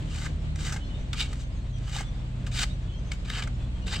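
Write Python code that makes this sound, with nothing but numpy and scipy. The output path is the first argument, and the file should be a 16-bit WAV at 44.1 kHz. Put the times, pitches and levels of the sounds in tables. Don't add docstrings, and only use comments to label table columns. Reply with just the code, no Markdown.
import sys
import numpy as np
from scipy import signal
from scipy.fft import rfft, irfft
from scipy.io import wavfile
from scipy.ndimage import map_coordinates

SR = 44100
rng = np.random.default_rng(int(sys.argv[2]) if len(sys.argv) > 2 else 0)


def to_wav(sig):
    pcm = np.clip(np.atleast_2d(sig), -1, 1) * 32767
    pcm = np.round(pcm).astype(np.int16)
    wavfile.write(sys.argv[1], SR, pcm.T)


N = 176400


def trowel(t):
    # f/Hz, bandwidth/Hz, relative level/dB
    hollow_modes = [(525, 250, -13.5), (802, 208, -8), (1290, 220, -4.5), (1594, 430, -3.5),
                    (2027, 360, -3.5)]
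    blade_modes = [(2400, 370, 1.5), (3026, 670, 2), (3693, 610, -0.5), (4390, 1440, -6.5)]
    # f/Hz, relative level/dB
    hiss_spectrum = [(300, -13), (900, -10.5), (2000, 0.5), (4000, -1.5), (6000, 4.5), (8100, 4.5),
                     (9300, -11.5), (11500, -23), (15800, -17.5)]
    crack_spectrum = [(400, -30), (1500, 11), (4000, 1), (8200, -7), (9500, -9.5), (11500, -14.5),
                      (15800, -19)]
    rub = strokes(t)
    tap, knocks = taps(t)
    sand = grains(per_s=6000)
    paste = undb(-7.5) * rng.standard_normal(N)
    hollow, blade, hiss = rub * unit(sand + paste) + tap * rng.standard_normal(N)
    cracks = (rub[2] + tap[2]) * unit(colour(grains(per_s=520), crack_spectrum))
    return (undb(-3.5) * hollow.std() * ring(hollow, hollow_modes)
            + undb(-3.5) * blade.std() * ring(blade, blade_modes)
            + undb(-4.5) * hiss.std() * unit(colour(hiss, hiss_spectrum))
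            + undb(-8.5) * cracks + knocks)


def strokes(t):
    # start, bite, full pressure, lift t/s; release time/s; drag, full, lift level/dB
    # (reached in time order); hollow, ring, hiss gain/dB
    gestures = [ (0.045, .115, 0.073, 0.26, 0.066, -56, -47, -40.5, -1.5, -2.5, 0.5),
                (0.563, 0.662, 0.59, 0.71, 0.085, -48.5, -38.5, -44, 1.5, -2, 2.5),
                (1.151, 1.181, 1.202, 1.207, 0.077, -38.5, -30, -26, -8, 3, -0.5),
                (1.256, 1.385, 1.32, 1.41, 0.088, -59.5, -59, -51, -6, -1, 5),
                (1.76, 1.958, 1.89, 2, 0.092, -53, -38.5, -41.5, 3, 0, 2.5),
                (2.512, 2.545, 2.61, 2.639, 0.027, -39, -29, -30, -5.5, 1, 1),
                (3.117, 3.138, 2.8, 3.16, 0.17, -55, -49.5, -58.5, -7.5, -4, -2.5),
                (3.244, 3.319, 3.364, 3.395, 0.075, -42.5, -36.5, -38.5, 2.5, 1.5, -2),
                (3.857, 3.899, 4.11, 3.93, 0.12, -47, -36, -25, 1, 6, 3)]
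    touch_db, release_db, rise_s = -9.5, -33.5, 0.0046
    rub = np.zeros((3, N))
    for start, bite, full, lift, release, drag_db, full_db, lift_db, *gains in gestures:
        hollow_db, ring_db, hiss_db = gains
        times = np.sort([start, bite, full, lift])
        db = np.interp(t, times, [drag_db + touch_db, drag_db, full_db, lift_db])
        db += release_db * np.maximum(t - lift, 0) / release
        force = undb(db) * np.clip((t - start) / rise_s, 0, 1)
        opening_db = np.interp(t, [bite, lift], [-4.5, 1])
        rub += [force * undb(hollow_db + opening_db), force * undb(ring_db), force * undb(hiss_db)]
    judder = unit(undb(2.5 * walk(130.3)))
    return rub * judder


def taps(t):
    # t/s, level/dB, decay time/s, hollow and ring gain/dB,
    # knock f/Hz, knock gain/dB
    impacts = [(.023, -43, 0.0032, -5, 3.5, 3060, -13), (0.261, -38, 0.0046, 13.5, -7, 1304, 6.5),
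               (.557, -32.5, 0.0034, -1, -9, 1730, -25), (0.721, -31, 0.018, -9, -25, 1340, -1),
               (0.738, -42.5, 0.0059, 1, -23, 840, 4), (0.761, -39.5, 0.01, 4, -1, 840, 9),
               (1.130, -27.5, 0.0053, -6, -1, 3550, 4), (1.142, -41.5, .005, 8.5, -3, 1235, 9),
               (1.329, -33, 0.0045, -2.5, -3.5, 1240, -6), (1.875, -49, 0.017, 6.5, 3, 1880, -12),
               (1.962, -30.5, 0.0076, -4.5, 0.5, 804, 3), (2.006, -34, 0.0091, -1.5, -10, 800, 4.5),
               (2.464, -39, 0.015, -0.5, -1, 2900, -1), (2.636, -43, 0.0034, -5, 0, 1280, 13),
               (3.114, -40.5, 0.0035, -1, 13, 3696, -1), (3.117, -28, .004, -6, -3, 2214, 4),
               (3.13, -44.5, 0.011, -6, 0, 1330, -14), (3.299, -31.5, 0.0037, 7.5, 4.5, 1900, 0.5),
               (3.421, -32.5, 0.0067, 1, 5.5, 2320, 2), (3.435, -36.5, 0.0074, 3, -7, 3550, 4),
               (3.473, -37, 0.0048, 4.5, -22, 1370, 3.5), (3.867, -38.5, 0.013, 1.5, -8, 450, 2),
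               (3.877, -36.5, 0.005, 1.5, 7, 2690, 6)]
    rise_s, knock_decay_s = 0.0022, 0.0036
    envelopes, knocks = np.zeros((3, N)), np.zeros(N)
    for at, db, decay, hollow_db, ring_db, hz, knock_db in impacts:
        near = (t > at) & (t < at + .1)
        age = t[near] - at
        force = undb(db) * np.minimum(age / rise_s, 1)
        envelopes[:, near] += undb([[hollow_db], [ring_db], [0]]) * force * np.exp(-age / decay)
        tone = np.sin(2 * np.pi * (hz * age + rng.random()))
        knocks[near] += undb(knock_db) * force * np.exp(-age / knock_decay_s) * tone
    return envelopes, knocks


def grains(per_s, spread_db=3.5):
    hits = rng.random(N) < per_s / SR
    sizes = undb(spread_db * np.minimum(rng.exponential(size=N), 4))
    return unit(hits * sizes * rng.choice([-1, 1], N))


def ring(x, modes, flicker_db=2.5):
    out = 0
    for hz, width, db in modes:
        b, a = signal.butter(2, [max(hz - width / 2, 20), hz + width / 2], "band", fs=SR)
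        out += undb(db + flicker_db * walk(45)) * signal.lfilter(b, a, x)
    return unit(out)


def patio(x, t):
    # f/Hz, relative gain/dB
    scatter = [(300, 6.5), (1500, -1.5), (3500, 1), (8000, 0), (15000, 3.5)]
    left_lag_s, paving_lag_s = .000022, 0.0014
    left = map_coordinates(x, [(t - left_lag_s) * SR], mode="nearest")
    diffuse = np.array([colour(trowel(t - paving_lag_s), scatter) for _ in range(2)])
    return np.array([left, x]) + undb(-6.5) * diffuse + undb(-15) * echoes(x, t60=.4)


def echoes(x, t60):
    age = np.arange(SR // 2) / SR
    tail = rng.standard_normal((2, len(age))) * undb(-60 * age / t60) * (age > .001)
    tail /= np.sqrt(np.sum(tail ** 2, axis=1, keepdims=True))
    return signal.fftconvolve(x[None], tail, axes=1)[:, :N]


def engine(t):
    # t/s, f/Hz
    speed = [(0, 38.1), (.66, 37.45), (.82, 34.92), (1.0, 32.3), (1.5, 31.69), (1.9, 30.5), (2.5, 30.77),
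             (3.1, 30.89), (4, 30.59)]
    # order, level/dB under load, level/dB eased off
    harmonics = [(2, -36, -39.5), (3, -44, -44), (5, -54, -50), (6, -54.5, -52), (8, -56, -57.5)]
    # t/s, level/dB
    boom_level = [(0, -40.5), (.65, -38), (.9, -48), (1.3, -39), (1.6, -45), (1.8, -35), (2.05, -42.5),
                  (2.4, -34), (2.68, -36), (2.85, -43.5), (3.15, -41.5), (3.35, -40), (3.55, -37), (4, -46)]
    hum_hz, ease_s = 44.04, (1, 2.11)
    hz = curve(t, speed) * (1 + 0.0095 * walk(10))
    phase = 2 * np.pi * np.cumsum(hz) / SR
    hum = undb(-35 + 0.71 * walk(1.7)) * np.sin(2 * np.pi * (hum_hz * t + rng.random()))
    drone = 0
    for order, load_db, eased_db in harmonics:
        db = np.interp(t, ease_s, [load_db, eased_db]) + 3 * walk(7)
        drone += undb(db) * np.sin(order * phase + 2 * np.pi * rng.random())
    boom = undb(curve(t, boom_level) + 1.5 * walk(14)) * np.sin(4 * phase)
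    return np.sqrt(2) * (hum + drone + boom)


def birds(t):
    # t/s, duration/s, starting f/Hz, glide/Hz, relative level/dB
    whistles = [(.79, 0.11, 3350, 130, -60), (.80, 0.041, 3040, -27, -50), (.80, 0.1, 4210, -57, -60),
                (.89, 0.085, 3030, -70, -50.5), (.93, 0.058, 3620, 94, -57), (1.725, .06, 5900, 26, -64),
                (1.725, 0.055, 3260, -51, -56.5), (2.03, .07, 3420, 100, -53),
                (2.14, 0.067, 3552, -20, -58), (2.695, 0.026, 3700, 136, -48), (2.875, .12, 3010, 239, -54),
                (2.86, 0.051, 3450, -94, -53.5), (2.96, 0.036, 6050, 168, -59),
                (3.6, .055, 3440, 73, -55.5), (3.745, 0.044, 3200, 15, -58), (3.81, .04, 2900, -20, -56)]
    out = np.zeros(N)
    waver = 1 + 0.012 * walk(160)
    for at, length, hz, glide, db in whistles + twitter():
        near = (t > at) & (t < at + length)
        progress = (t[near] - at) / length
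        phase = 2 * np.pi * np.cumsum((hz + glide * progress) * waver[near]) / SR
        out[near] += undb(db) * np.sqrt(np.sin(np.pi * progress)) * np.sin(phase)
    return undb(-2.5) * out + undb(1) * echoes(out, t60=0.15)


def twitter(count=110, low_hz=2670, high_hz=6960):
    rows = []
    for when, length, pitch, slope, level in rng.random((count, 5)):
        hz = low_hz * (high_hz / low_hz) ** pitch
        glide = 0.1 * hz * (2 * slope - 1)
        rows.append((when * N / SR, 0.039 * (.5 + length), hz, glide, -66 + 1.5 * (2 * level - 1)))
    return rows


def air(t):
    # f/Hz, relative level/dB
    spectrum = [(20, -4.5), (33, -0.5), (55, 1.5), (110, 1), (200, -7.5), (300, -14.5), (450, -22),
                (600, -21), (800, -27), (1500, -32.5), (3300, -32.5), (4200, -36.5), (5200, -44),
                (8000, -42), (9600, -59), (12000, -70), (15800, -68.5)]
    # f/Hz, side minus mid level/dB
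    width = [(30, -6), (60, -12), (200, -13), (380, -9), (700, -0.5), (1300, 1.5), (8000, -2)]
    # t/s, relative level/dB
    drift = [(0, 2.5), (.35, 1), (.95, 0), (1.5, -1.5), (2.3, -1.5), (2.9, -0.5), (3.6, -1.5), (4, -0.5)]
    mid, side = (unit(colour(rng.standard_normal(N), spectrum)) * undb(1.86 * walk(18))
                 for _ in range(2))
    side = colour(side, width)
    return np.array([mid + side, mid - side]) * undb(-37 + curve(t, drift))


def undb(db):
    return 10 ** (np.asarray(db) / 20)


def unit(x):
    return x / np.sqrt(np.mean(x ** 2))


def curve(t, points):
    return np.interp(t, *np.array(points).T)


def colour(x, points, share=1):
    hz, db = np.array(points, float).T
    f = np.maximum(np.fft.rfftfreq(N, 1 / SR), 1)
    return irfft(rfft(x) * undb(share * np.interp(np.log(f), np.log(hz), db)), N)


def walk(rate):
    knots = np.clip(rng.standard_normal(2048), -2, 2)
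    return np.interp(np.arange(N) / SR * rate, np.arange(len(knots)), knots)


def scene():
    t = np.arange(N) / SR
    return patio(trowel(t), t) + birds(t) + engine(t) + air(t)


def record(dry):
    # f/Hz, gain/dB
    balance = [(100, 0), (1500, -0.1), (4400, 0.9), (6000, 0.5), (8100, 8.5), (15000, 1.5)]
    top_hz = 15850
    channels = np.array([colour(dry[0], balance, share=0.34), colour(dry[1], balance, share=-0.63)])
    return signal.sosfilt(signal.ellip(10, .2, 80, top_hz, fs=SR, output="sos"), channels)


dry = scene()
out = record(dry)
to_wav(out)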